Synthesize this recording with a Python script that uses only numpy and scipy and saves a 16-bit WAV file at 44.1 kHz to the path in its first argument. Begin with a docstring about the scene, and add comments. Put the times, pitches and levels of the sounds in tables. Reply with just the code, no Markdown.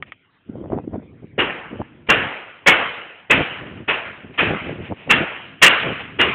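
"""A sand arena outdoors: a pony canters past a small narrow-band microphone.
Each stride is a gritty crunch of sand grains with a short resonance, over a dull thud of low noise;
a long, patchy wash of noise dies away after it. Loose sand brushes softly; two dry ticks ring close by.
Wind gusts rumble and flutter on the microphone, and single buffets pop; over all lies a faint hiss
of open air. The hardest strides overload the microphone and are clipped flat."""
import sys
import numpy as np
from scipy import signal
from scipy.fft import rfft, irfft, next_fast_len
from scipy.io import wavfile

SR = 44100
rng = np.random.default_rng(int(sys.argv[2]) if len(sys.argv) > 2 else 0)


def waveform_to_disk(signal):
    """Save audio, clipped to [-1, 1], as 16-bit WAV at the path in sys.argv[1]."""
    frames = np.transpose(np.atleast_2d(signal))
    scaled = np.clip(frames, -1, 1) * 32767
    samples = np.round(scaled).astype(np.int16)
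    wavfile.write(sys.argv[1], SR, samples)


N = 279682
TIME = np.arange(N) / SR  # s

# Hoof landings: t/s, crunch level/dB, thud level/dB, wash level re crunch/dB, resonance f/Hz,
# extra level of the lows/dB
STRIDES = [(1.378, -19, -20, -6, 2817, 7), (2.085, -12, -19.5, -5.5, 2784, 3.5),
           (2.659, -5, -29, -9, 2234, 1.5), (3.296, -9, -22, -7.5, 2610, -2),
           (3.876, -16, -41.5, -8, 2575, 3), (4.375, -15.5, -39, -2.5, 2490, -0.5),
           (5.092, -8.5, -27.5, -8, 2710, -2.5), (5.615, 1, -21.5, -9, 2791, -5.5),
           (6.186, -11, -24.5, -5, 2826, -3)]
# Light brushes of sand: t/s, level/dB, swell length/s
SAND_SCUFFS = [(0.082, -50, .022), (2.076, -39, 0.0068), (4.352, -42, 0.019), (4.695, -36.5, 0.018),
               (4.86, -38, 0.04), (5.02, -43, 0.078), (6.007, -31, 0.02)]
# Course of the light breeze, before its lumps: t/s, level/dB
BREEZE_LEVEL = [(0, -42), (.2, -69), (.45, -67), (.55, -33.5), (1.3, -47.5), (2.1, -46.5), (2.55, -61.5),
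                (2.8, -46), (3.15, -67.5), (3.5, -43), (3.95, -52), (5.5, -48.5), (6.3, -37.5)]
# Gusts on the microphone, before their lumps: start t/s, hold/s, level/dB
GUSTS = [(0.493, 0.26, -37.5), (0.716, 0.084, -27), (0.836, 0.2, -37.5), (0.936, 0.022, -27.5),
         (1.224, 0.025, -39), (1.715, 0.054, -35), (1.803, 0.01, -25), (2.124, 0.15, -33),
         (3.338, 0.079, -22.5), (3.616, 0.22, -37.5), (4.066, .04, -44.5), (4.243, 0.079, -41.5),
         (4.419, 0.13, -24), (4.621, 0.22, -31), (4.911, 0.012, -24.5), (5.08, .03, -29.5),
         (5.137, 0.096, -24), (5.847, 0.075, -25.5), (6.198, 0.11, -29.5)]
# Single wind buffets: t/s, envelope peak level/dB, f/Hz
BUFFETS = [(.498, -18, 236), (0.556, -21.5, 500), (.614, -21.5, 320), (0.659, -22.5, 640),
           (.702, -18.5, 540), (0.723, -21.5, 1050), (.732, -10.5, 364), (.787, -15, 780), (.878, -13, 300),
           (.945, -22, 645), (0.982, -16, 234), (1.803, -18, 270), (1.817, -14, 860), (4.695, -14, 530),
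           (4.912, -24, 570), (5.905, -15.5, 550)]
# Ticks close by: t/s, level of the exciting click/dB
TICKS = [(0.0246, -15.5), (0.1204, -20.5)]
# Ringing modes of a tick: f/Hz, level re click/dB, t60/s
TICK_MODES = [(550, -14.5, 0.0085), (1244, -9, 0.021), (1900, -4, 0.014), (2250, -3, 0.012),
              (3170, -9.5, 0.0064)]

# Spectrum shapes, each with columns: f/Hz, relative level per Hz/dB
# Sand grains crushed under the hoof, also the grit behind a tick
CRUNCH_SPECTRUM = [(200, -9), (480, -5.5), (750, -8.5), (1050, -2), (1400, -1.5), (1600, -1.5), (1870, 4),
                   (2100, -1), (2450, -1), (2900, -1.5), (3400, -6.5), (3750, -20)]
# The long wash after a landing
WASH_SPECTRUM = [(100, -12), (250, -6), (480, 1.5), (750, 0.5), (1050, 0), (1400, 3.5), (2000, 3),
                 (2400, 3.5), (2800, 3), (3150, -1), (3500, -13), (4000, -16)]
# The ground's thud
THUD_SPECTRUM = [(25, -24), (50, -9), (100, -10.5), (200, -3), (350, 0.5), (500, 1), (800, -19)]
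# Loose sand brushed
SCUFF_SPECTRUM = [(500, -0.5), (1500, -6.5), (2300, 2.5), (2850, 0.5), (3400, -10.5), (4000, -18)]
# Full wind rumble on the microphone
GUST_SPECTRUM = [(30, -37), (50, -10.5), (100, 1), (170, 0), (300, 1), (500, -6), (800, -23), (1300, -29.5),
                 (2200, -40)]
# Small eddies shed by strong wind
EDDY_SPECTRUM = [(150, -7), (400, -0.5), (650, 2.5), (950, -8.5), (1400, -22), (2000, -31.5)]
# Open-air hiss
AIR_SPECTRUM = [(25, -8), (120, 0.5), (300, 1), (700, -1), (1400, 2.5), (2500, 1.5), (3200, -2.5),
                (4000, -14.5)]

CRUNCH_T60_S, WASH_T60_S, THUD_T60_S = 0.24, 0.94, 0.47
SINK_S = 0.017  # a hoof takes this long to come under full load
TOUCH_SHARE, TOUCH_S = 0.39, 0.009  # first touch of a blow: share of full height, and its rise time
FULLNESS_HZ = 1300  # corner below which landings sound fuller or thinner

GUST_RISE_DB_PER_S, GUST_FALL_DB_PER_S = 701, 652  # before the lumps
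GUST_FULL_DB = -29.5  # from this level on the wind sounds in full
BREEZE_BAND_HZ = (54, 240)  # light wind mostly rumbles in this band
EDDY_DB, EDDY_GROWTH = 11, 1.676  # eddy level at 0 dB of wind; dB of eddies per dB of wind
BUFFET_CYCLES = 0.63  # a buffet falls to 1/e on either side of its tip in this many cycles

AIR_DB = -61.5
MIC_TOP_HZ, OVERLOAD, CUTOFF_HZ = 3767, 0.73, 16000  # OVERLOAD is the clipping height, full scale 1


def hooves():
    """A hoof crushes grains as it sinks in, the ground thuds, and a wash of noise trails off."""
    crunch = coloured(grains(per_s=9000, spread_db=2.5), CRUNCH_SPECTRUM)
    spray = coloured(grains(per_s=7000, spread_db=3.5), WASH_SPECTRUM)
    wash = patchy(spray, depth_db=2.1, rate_hz=14)
    thud = noise(THUD_SPECTRUM)
    out = np.zeros(N)
    for start, crunch_db, thud_db, wash_db, hz, lows_db in STRIDES:
        # noise excites one short resonance, a little different at every landing
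        clack = from_db(-2.5) * rms_one(ring(rng.standard_normal(N), hz, t60=0.03))
        crush = blow(start, SINK_S, CRUNCH_T60_S) * (crunch + clack)
        trail = from_db(wash_db) * blow(start, SINK_S, WASH_T60_S) * wash
        sand = crush + trail
        # some landings sound fuller, others thinner
        lows = signal.lfilter(*signal.butter(1, FULLNESS_HZ, fs=SR), sand + 1e-18)
        out += from_db(crunch_db) * (sand + (from_db(lows_db) - 1) * lows)
        out += from_db(thud_db) * blow(start, rise=0.0035, t60=THUD_T60_S) * thud
    return out


def scuffs():
    """Soft brushes of loose sand swell and fade: uneven grains under bell-shaped envelopes."""
    swell = np.zeros(N)
    for centre, db, length in SAND_SCUFFS:
        swell += from_db(db) * np.exp(-((TIME - centre) / length) ** 2)
    return swell * coloured(grains(per_s=10000, spread_db=5.5), SCUFF_SPECTRUM)


def ticks():
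    """Something small and hard ticks near the microphone: ringing modes and a short gritty tail."""
    clicks, tail = np.zeros((2, N))
    for start, db in TICKS:
        clicks[round(start * SR)] = from_db(db)
        tail += from_db(db - 21.5) * blow(start, rise=0.0055, t60=0.038)
    body = np.zeros(N)
    for k, (hz, db, t60) in enumerate(TICK_MODES):
        body += (-1) ** k * from_db(db) * ring(clicks, hz, t60)  # signs alternate
    return body + tail * noise(CRUNCH_SPECTRUM)


def buffets():
    """Single eddies hit the microphone port, each a sharp-tipped pop of a cycle or two."""
    out = np.zeros(N)
    phases = rng.uniform(0, 2 * np.pi, len(BUFFETS))
    for (centre, db, hz), phase in zip(BUFFETS, phases):
        near = np.abs(TIME - centre) < 0.03
        cycles = (TIME[near] - centre) * hz
        envelope = from_db(db) * np.exp(-np.abs(cycles) / BUFFET_CYCLES)
        out[near] += envelope * np.cos(2 * np.pi * cycles + phase)
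    return out


def wind():
    """Lumpy rumble at the port, gusts over a breeze; stronger wind sheds more fluttering, brighter eddies."""
    lumps_db = 2.1 * drift(rate_hz=55)
    breeze = from_db(np.interp(TIME, *np.transpose(BREEZE_LEVEL)))
    strongest = np.max([breeze] + [gust(*row) for row in GUSTS], axis=0)
    level = strongest * from_db(lumps_db)
    full = noise(GUST_SPECTRUM)
    band = signal.butter(1, BREEZE_BAND_HZ, "band", fs=SR, output="sos")
    dull = rms_one(signal.sosfilt(band, full))
    force = np.minimum(level / from_db(GUST_FULL_DB), 1)
    rumble = force * full + (1 - force) * dull
    eddies = coloured(grains(per_s=400, spread_db=4.0), EDDY_SPECTRUM)
    return level * rumble + from_db(EDDY_DB) * level ** EDDY_GROWTH * eddies


def gust(start, hold, db):
    """The level of one gust: a quick swell, a hold and a slower drop."""
    early = np.maximum(start - TIME, 0)
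    late = np.maximum(TIME - start - hold, 0)
    return from_db(db - GUST_RISE_DB_PER_S * early - GUST_FALL_DB_PER_S * late)


def open_air():
    """Faint hiss of open air, its narrow bands wavering independently."""
    return from_db(AIR_DB) * patchy(noise(AIR_SPECTRUM), depth_db=5.5, rate_hz=8.4)


def blow(start, rise, t60):
    """An envelope that rises quickly from first touch, builds up to 1 under load, then dies away."""
    age = np.clip(TIME - start, 0, 2)
    touch = TOUCH_SHARE * np.minimum(age / TOUCH_S, 1)
    load = np.minimum(age / rise, 1) ** 1.32
    decay = from_db(-60 * np.maximum(age - rise, 0) / t60)
    return np.maximum(touch, load) * decay


def ring(clicks, hz, t60):
    """A two-pole resonator: a unit click sets a decaying sine of starting height 1 ringing."""
    r = from_db(-60 / (t60 * SR))  # decay per sample
    w = 2 * np.pi * hz / SR
    return signal.lfilter([0, np.sin(w)], [1, -2 * r * np.cos(w), r * r], clicks + 1e-18)


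def grains(per_s, spread_db):
    """Random clicks of either sign and uneven size, like colliding grains."""
    hits = rng.random(N) < per_s / SR
    return hits * rng.choice([-1, 1], N) * from_db(spread_db * rng.standard_normal(N))


def patchy(x, depth_db, rate_hz, count=14):
    """Each narrow band swells and fades by itself, so the colour keeps shifting; rms 1."""
    size = next_fast_len(N)
    spectrum, f = rfft(x, size), np.fft.rfftfreq(size, 1 / SR)
    centres = np.linspace(0, MIC_TOP_HZ, count)
    out = np.zeros(N)
    for one in np.eye(count):
        # overlapping triangular bands
        band = irfft(spectrum * np.interp(f, centres, one), size)[:N]
        out += band * from_db(depth_db * drift(rate_hz))
    return rms_one(out)


def drift(rate_hz):
    """Slow chance: low-passed noise with rms 1, drawn at every 40th sample."""
    r = np.exp(-2 * np.pi * rate_hz * 40 / SR)
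    white = rng.standard_normal(N // 40 + 2002)
    slow = signal.lfilter([1], [1, -2 * r, r * r], white)[2000:]  # skip the filter's start
    return np.interp(np.arange(N) / 40, np.arange(len(slow)), rms_one(slow))


def noise(spectrum):
    """Smooth noise with a spectrum; rms 1."""
    return coloured(rng.standard_normal(N), spectrum)


def coloured(x, spectrum):
    """Shape a steady signal by a spectrum that falls off beyond its first and last points; rms 1."""
    hz, db = np.transpose(spectrum)
    size = next_fast_len(N)
    f = np.maximum(np.fft.rfftfreq(size, 1 / SR), 1)
    gain = from_db(np.interp(np.log(f), np.log(hz), db))
    gain *= np.minimum(1, hz[-1] / f) ** 4  # steep above the last point
    gain *= np.minimum(1, f / hz[0])  # gentle below the first
    return rms_one(irfft(rfft(x, size) * gain, size)[:N])


def rms_one(x):
    """Scale to unit rms."""
    return x / np.sqrt(np.mean(x ** 2) + 1e-20)


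def from_db(db):
    """Decibels to gain."""
    return 10 ** (np.asarray(db) / 20)


def scene():
    """Hooves, sand, ticks and wind over the hiss of open air, in mono."""
    return (hooves() + scuffs() + ticks() + buffets() + wind() + open_air())[None]


def record(dry):
    """A telephone-wide microphone; peaks are clipped flat, which spits treble; the top is cut."""
    narrow = signal.sosfilt(signal.butter(N=15, Wn=MIC_TOP_HZ, fs=SR, output="sos"), dry)
    clipped = np.clip(narrow, -OVERLOAD, OVERLOAD)
    top_cut = signal.ellip(10, 0.05, 60, CUTOFF_HZ, fs=SR, output="sos")
    return signal.sosfiltfilt(top_cut, clipped)


dry = scene()
out = record(dry)
waveform_to_disk(out)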